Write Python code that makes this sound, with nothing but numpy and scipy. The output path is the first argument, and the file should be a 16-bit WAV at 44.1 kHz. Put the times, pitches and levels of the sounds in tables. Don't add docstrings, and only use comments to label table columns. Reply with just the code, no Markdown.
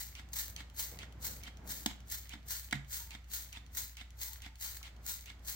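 import sys
import numpy as np
from scipy import signal
from scipy.fft import rfft, irfft, next_fast_len
from scipy.io import wavfile
from scipy.ndimage import uniform_filter1d

SR = 44100
rng = np.random.default_rng(int(sys.argv[2]) if len(sys.argv) > 2 else 0)


def unload_wav(signal):
    wavfile.write(
        sys.argv[1],
        SR,
        np.round(np.clip(np.atleast_2d(signal).T, -1, 1) * 32767).astype(np.int16),
    )


N = 244755
T = np.arange(N) / SR


def undb(db):
    return 10 ** (np.asarray(db) / 20)


def noise():
    return rng.standard_normal(N)


def walk(rate):
    step = max(int(SR / rate), 1)
    stairs = np.repeat(rng.standard_normal(N // step + 1), step)
    wander = uniform_filter1d(stairs, step)[:N]
    return wander / wander.std()


def crackle(per_s):
    pops = noise() * (rng.random(N) < per_s / SR)
    return pops / pops.std()


def fade(start, t60):
    age = T - start
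    return (age >= 0) * np.exp(-np.log(1000) * np.clip(age / t60, 0, 10))


def shape(x, points, unit=True):
    size = 4096
    hz, db = np.transpose(points)
    log_grid = np.log(np.fft.rfftfreq(size, 1 / SR) + 1)
    gain = undb(np.interp(log_grid, np.log(hz), db))
    cepstrum = irfft(np.log(gain))[:size // 2]
    response = irfft(np.exp(2 * rfft(cepstrum, size) - cepstrum[0]))
    if unit:
        response = response / np.linalg.norm(response)
    return signal.oaconvolve(x, response)[:N]


def band(x, low_hz, high_hz):
    return signal.sosfilt(signal.butter(2, [low_hz, high_hz], "band", fs=SR, output="sos"), x)


def glance(x, lag_s, gain, sway):
    late = np.interp(T - lag_s * np.exp(sway * walk(3)), T, x)
    return (x + gain * late) / np.hypot(1, gain)


# (frequency [Hz], lag [cycles])
PORT_LAG = [(0, 0), (800, .08), (1200, .35), (1400, .9), (2000, 1.0), (2500, 1.48), (3800, 1.6),
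            (4700, 2.0), (6200, 2.2), (7000, 2.5), (8000, 2.6), (9500, 3.0), (16000, 5.0)]


def spread(make, shared):
    shared, common = np.clip(shared, 0, 1), make()
    size = next_fast_len(N)
    cycles = np.interp(np.fft.rfftfreq(size, 1 / SR), *np.transpose(PORT_LAG))
    right = irfft(rfft(common, size) * np.exp(-2j * np.pi * cycles), size)[:N]
    together = np.array([common, right])
    separate = np.array([make(), make()])
    return np.sqrt(shared) * together + np.sqrt(1 - shared) * separate


# (frequency [Hz], density [dB per Hz])
ROOM_AIR = [(20, -16), (40, -7.5), (62, -5.5), (85, 0), (130, -8), (220, -15.5), (400, -25.5), (580, -26.5),
            (800, -23), (1200, -30), (2100, -33.5), (4200, -38.5), (9500, -47), (15000, -50.5)]


def background(hum_hz=58.9, hum_db=-50.5, air_db=-58, early_db=3, wide_hz=1100, stir_db=3.0):
    phase = 2 * np.pi * np.cumsum(hum_hz + .5 * walk(3.8)) / SR
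    hum = np.sqrt(2) * undb(hum_db + .5 * walk(6.5)) * np.sin(phase)
    mid = shape(noise(), ROOM_AIR)
    side = signal.lfilter(*signal.butter(1, wide_hz, "high", fs=SR), shape(noise(), ROOM_AIR))
    air = np.array([mid + side, mid - side])
    swell = early_db * np.interp(T, [0, .9, 1.7, 2.6], [1.1, 1.7, 2.65, 0.42]) + stir_db * walk(7.5)
    low_middle = signal.filtfilt(*signal.butter(1, [130, 1100], "band", fs=SR), air)
    return hum + undb(air_db) * (air + low_middle * (undb(swell) - 1))


# (time of full pressure [s], level [dB], hold [s], sag [dB per s])
SQUEEZES = [(-.02, -40.5, 0.032, 167), (0.365, -38, 0.039, 178), (0.795, -35.5, .009, 156),
            (1.245, -38.5, 0.031, 162), (1.698, -39, 0.018, 123), (2.113, -39.5, 0.024, 186),
            (2.508, -36.5, .010, 127), (2.927, -37.5, .019, 152), (3.336, -36, 0.0056, 159),
            (3.771, -37, .016, 171), (4.215, -39, 0.017, 132), (4.624, -40, 0.046, 130),
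            (5.076, -40, 0.041, 172), (5.481, -38.5, 0.019, 138)]
# (time [s], level [dB], 60 dB decay [s])
SPITS = [(0.332, -36, 0.078), (.480, -39, .02), (0.499, -42, 0.021), (.793, -34, .027), (2.099, -39, .02),
         (2.484, -38, .03), (2.597, -40, .018), (3.316, -41, .019), (3.750, -37.5, .018),
         (4.215, -43, 0.02), (4.332, -38.5, 0.024), (4.61, -39, .037), (4.769, -37.5, .02),
         (5.064, -33, 0.02), (5.484, -42, .027)]
# (frequency [Hz], density [dB per Hz])
MIST = [(150, -14.5), (550, -17), (950, -8.5), (1250, -14.5), (1900, -9.5), (2600, -12), (3300, -8.5),
        (4100, -3), (5200, -7.5), (6700, -1), (7700, -3.5), (9200, -1.5), (12500, 0.5), (16000, 2)]
BUILD_S, MIST_TILT_DB = 0.044, -2


def spray(flutter_db=1.4, surge_db=0.76, grain_db=5.0, onset_db=21, pop_db=4.5, pop_s=0.0029,
          overshoot_db=3.0, overshoot_t60=0.094, shut_s=0.17, shut_db=250, drop_db=-4):
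    flow = np.zeros(N)
    for s, db, hold, fall in SQUEEZES:
        age = T - s
        sag = fall * np.maximum(age - hold, 0) + shut_db * np.maximum(age - shut_s, 0)
        creep = onset_db * np.clip(-age / BUILD_S, 0, 10) ** 1.5
        jump = pop_db * np.clip(-age / pop_s, 0, 1)
        loss = np.minimum(sag + creep + jump, 200)
        flow += undb(db - loss + overshoot_db * fade(s, overshoot_t60))
    flow = flow * undb(flutter_db * walk(220) + surge_db * walk(60))
    loud_spits = sum(undb(db) * fade(s, t60) for s, db, t60 in SPITS)
    spits = np.hypot(sputter(), loud_spits)

    def droplets():
        grains = noise() * undb(grain_db * walk(5000))
        grains = grains / grains.std() + undb(drop_db) * crackle(per_s=1300)
        hiss = shape(grains * np.hypot(flow, spits), MIST)
        hiss = glance(hiss, lag_s=0.000695, gain=0.22, sway=0.247)
        hiss = glance(hiss, lag_s=.0022, gain=0.18, sway=0.069)
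        hiss = glance(hiss, lag_s=.0055, gain=0.23, sway=0.0097)
        treble = signal.filtfilt(*signal.butter(2, 9000, "high", fs=SR), hiss)
        return treble * undb(MIST_TILT_DB + walk(170)) + (hiss - treble) * undb(-MIST_TILT_DB)
    return spread(droplets, shared=0.56)


def sputter(from_s=0.075, to_s=.15, level_db=-11, scatter_db=1.5, t60=0.021, count=2):
    out = np.zeros(N)
    for s, db, *_ in SQUEEZES:
        for late, size in zip(rng.random(count), rng.standard_normal(count)):
            start = s + from_s + late * (to_s - from_s)
            out += undb(db + level_db + scatter_db * size) * fade(start, t60)
    return out


def patter(delay_s=0.15, width_s=0.067, level_db=-60, low_hz=1500, high_hz=4800, splat_t60=.012):
    landing = sum(np.exp(-((T - s - delay_s) / width_s) ** 2) for s, *_ in SQUEEZES)
    decay = np.exp(-np.log(1000) / (splat_t60 * SR))
    splats = signal.lfilter([1], [1, -decay], np.abs(crackle(per_s=90)))
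    splats = landing * splats / np.sqrt(np.mean(splats ** 2))
    return undb(level_db) * spread(lambda: band(noise() * splats, low_hz, high_hz), shared=0.47)


# (time [s], click level [dB], click treble against its middle [dB], valve tick level [dB], piston stop level [dB])
RELEASES = [(0.1521, -40, -13, -51, -45.5), (0.5629, -34, -8, -49.5, -44.5), (0.9885, -37, -6, -49.5, -43),
            (1.4349, -36.5, 6, -48.5, -43.5), (1.868, -47, 0, -50, -45), (2.2932, -42.5, 13, -60, -41.5),
            (2.7105, -36, -3, -54, -51), (3.107, -38.5, -5, -53, -44), (3.5279, -37.5, 5, -50.5, -47),
            (3.9694, -39, 0, -49, -44.5), (4.42, -40, 4, -46.5, -42.5), (4.8289, -40.5, 11, -55, -54),
            (5.2581, -44, 9, -58, -46)]
# (frequency [Hz], density [dB per Hz])
PLASTIC_TICK = [(300, -20), (1500, -20), (2300, -4), (3100, 7), (3700, -4.5), (4300, 3.5), (5200, -9),
                (5600, 1), (6900, 0.5), (8000, -10), (9100, 1.5), (13300, -9), (16000, -11)]
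VALVE_DELAY_S, VALVE_TREBLE_DB = .136, -3


def clicks(trim_db=-2, rattle_db=-13, rattle_t60=0.059, tick_t60=.011):
    dull, sharp = np.zeros(N), np.zeros(N)
    trigger = [(s, db, bright) for s, db, bright, _, _ in RELEASES]
    valve = [(s + VALVE_DELAY_S, db, VALVE_TREBLE_DB) for s, _, _, db, _ in RELEASES]
    for s, db, bright in trigger + valve:
        contact = np.hypot(fade(s, tick_t60), undb(rattle_db) * fade(s, rattle_t60))
        dull += undb(db - bright / 2) * contact
        sharp += undb(db + bright / 2) * contact

    def tick():
        chatter = noise()
        low = signal.lfilter(*signal.butter(1, 6000, fs=SR), chatter)
        return shape(low * dull + (chatter - low) * sharp, PLASTIC_TICK)
    return undb(trim_db) * spread(tick, shared=0.49)


# (frequency [Hz], density [dB per Hz])
SLURP = [(150, -6), (550, -16), (900, 3.5), (1200, -4), (1700, -5), (2250, 4), (2900, -0.5), (3700, 1.5),
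         (4900, -3.5), (5700, -9.5), (7700, -7.5), (10000, -12), (16000, -19.5)]
REFILL_S = .045


def refill(start_db=-57.5, swell_db=5, stop_s=0.014, start_hz=2450, rise_octaves=0.59, bubble_db=2,
           bubble_t60=0.038, scatter=0.104, pops_db=-2, count=12):
    suction = np.zeros(N)
    for s, *_ in RELEASES:
        travel = np.clip((T - s) / REFILL_S, 0, 1)
        stopping = np.exp(-np.clip((T - s - REFILL_S) / stop_s, 0, 20))
        suction += (T > s) * stopping * undb(start_db + swell_db * travel)
    age = T[:SR // 20]

    def valve():
        out = shape((.5 * noise() + undb(pops_db) * crackle(per_s=900)) * suction, SLURP)
        for s, *_ in RELEASES:
            draws = zip(rng.random(count), rng.standard_normal(count), rng.rayleigh(.7, count))
            for travel, off, size in draws:
                at = int((s + travel * REFILL_S) * SR)
                hz = start_hz * 2 ** (rise_octaves * travel ** 1.55 + scatter * off)
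                bubble = np.sin(2 * np.pi * hz * age) * np.exp(-np.log(1000) * age / bubble_t60)
                out[at:at + len(age)] += undb(bubble_db) * size * suction[at] * bubble
        return out
    return spread(valve, shared=0.26)


# (time [s], level [dB], dull above [Hz], body thump [dB], pump barrel ring [dB])
KNOCKS = [(1.8605, -25.5, 15600, 1, -12.5), (2.354, -50, 1500, 12.5, 2), (2.726, -24, 3600, -5.5, 2.5),
          (2.753, -48.5, 5100, 15.5, -3)]
# (frequency [Hz], relative level [dB], 60 dB decay [s])
BOTTLE_MODES = [(213.7, -5.5, 0.061), (230, -10, 0.038), (288, -10, 0.084), (716, -11, 0.04),
                (882, -18.5, 0.057), (1420, -11.5, 0.016), (1673, -12.5, 0.037), (1890, -14.5, 0.064),
                (2060, -13, 0.037), (2215, -11, 0.041)]
# (frequency [Hz], density [dB per Hz])
CRACK = [(150, 7), (500, -25), (800, -0.5), (1100, 0.5), (1900, -7), (2700, -2.5), (3500, 8.5), (4400, -5),
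         (5500, -1), (9000, -3), (16000, -9)]
STOP_DELAY_S, STOP_DULL_HZ, STOP_THUMP_DB, STOP_BARREL_DB = .042, 3030, -2, 1.5
TOP_HZ = 15850


def knocks(chatter_s=.0035, crack_t60=0.015, crack_db=-1, modes_db=-1, body_hz=400, barrel_hz=1900):
    out, size = np.zeros((2, N)), SR // 5
    age = T[:size]
    grit = spread(lambda: shape(noise(), CRACK), shared=0.91)
    stops = [(s + STOP_DELAY_S, db, STOP_DULL_HZ, STOP_THUMP_DB, STOP_BARREL_DB) for s, *_, db in RELEASES]
    for s, db, dull_hz, thump_db, barrel_db in stops + list(KNOCKS):
        at = int(s * SR)
        contact = np.minimum(1, np.exp(-np.log(1000) * (age - chatter_s) / crack_t60))
        hit = undb(crack_db) * contact * grit[:, at:at + size]
        for hz, mode_db, t60 in BOTTLE_MODES:
            nearness = np.exp(-(np.log2(hz / barrel_hz) / 0.44) ** 2)
            weight = thump_db * (hz < body_hz) + barrel_db * nearness
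            phase = rng.uniform(0, 2 * np.pi) + rng.normal(0, min(hz / 3000, 2), (2, 1))
            detune = 1 + 0.004 * rng.standard_normal()
            ring = np.sin(2 * np.pi * hz * detune * age + phase)
            ring_out = np.exp(-np.log(1000) * (age - chatter_s) / t60)
            swell = np.minimum(np.sqrt(age / chatter_s), ring_out)
            hit = hit + undb(modes_db + mode_db + weight) * ring * swell
        dulling = signal.butter(1, min(dull_hz, TOP_HZ), fs=SR)
        out[:, at:at + size] += undb(db) * signal.lfilter(*dulling, hit)
    return out


# (time [s], level [dB], pitch [Hz])
SLOSHES = [(0.918, -47.5, 550), (.927, -58, 930), (0.937, -49.5, 545), (.959, -50, 640), (4.382, -58, 950),
           (4.814, -56.5, 1100)]


def slosh(t60=0.041):
    out = np.zeros(N)
    for s, db, hz in SLOSHES:
        plop = band(noise(), hz / 1.6, hz * 1.16)
        out += undb(db) * fade(s, t60) * plop / plop.std()
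    return out


def boom(start=2.738, hz=139.0, db=-33, t60=0.35, build_s=0.0063, right_db=3):
    age = np.maximum(T - start, 0)
    swell = 1 - np.exp(-age / build_s)
    ring = undb(db) * fade(start, t60) * swell * np.sin(2 * np.pi * hz * age)
    return np.array([ring * undb(-right_db / 2), ring * undb(right_db / 2)])


# (time at its loudest [s], half length [s], pitch [Hz], level [dB])
WHINES = [(3.006, 0.044, 941, -63), (3.127, 0.067, 915, -66), (4.394, 0.2, 884, -70.5)]


def whine(width_hz=45):
    out = np.zeros(N)
    for s, length, hz, db in WHINES:
        swell = np.exp(-((T - s) / length) ** 2)
        out += undb(db) * swell * walk(width_hz) * np.sqrt(2) * np.sin(2 * np.pi * hz * T)
    return out


def garage(dry, wet_db, low_t60=0.35, high_t60=0.23, first_s=.006):
    size = SR // 2
    out = []
    for channel in dry:
        scatter = noise()
        low = signal.lfilter(*signal.butter(1, 4000, fs=SR), scatter)
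        tail = low * fade(first_s, low_t60) + (scatter - low) * fade(first_s, high_t60)
        tail = tail[:size]
        out.append(signal.oaconvolve(channel, tail / np.linalg.norm(tail))[:N])
    return undb(wet_db) * np.array(out)


def scene():
    bottle = spray() + patter() + clicks() + refill() + slosh()
    pump_knocks = knocks()
    close = bottle + pump_knocks
    reflected = garage(bottle, wet_db=-9.0) + garage(pump_knocks, wet_db=-11)
    return close + reflected + boom() + whine() + background()


# (frequency [Hz], left gain [dB], right gain [dB])
PORTS = [(107, -2.5, -2.5), (318, -5.5, -1.5), (577, -0.5, -2.5), (940, -6.5, -2.5), (1340, 2.5, 1.5),
         (2165, -1, 6), (2570, -2, 1), (7050, 3, 1), (8030, -2, 3.5), (10600, -5, -23), (10200, -3, -4.5),
         (12860, 3.5, -5.5), (15300, 4.5, 1.5)]


def record(dry):
    left = shape(dry[0], [(hz, left_db) for hz, left_db, _ in PORTS], unit=False)
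    right = shape(dry[1], [(hz, right_db) for hz, _, right_db in PORTS], unit=False)
    top_cut = signal.ellip(12, .2, 70, TOP_HZ, fs=SR, output="sos")
    return signal.sosfilt(top_cut, np.array([left, right]))


dry = scene()
out = record(dry)
unload_wav(out)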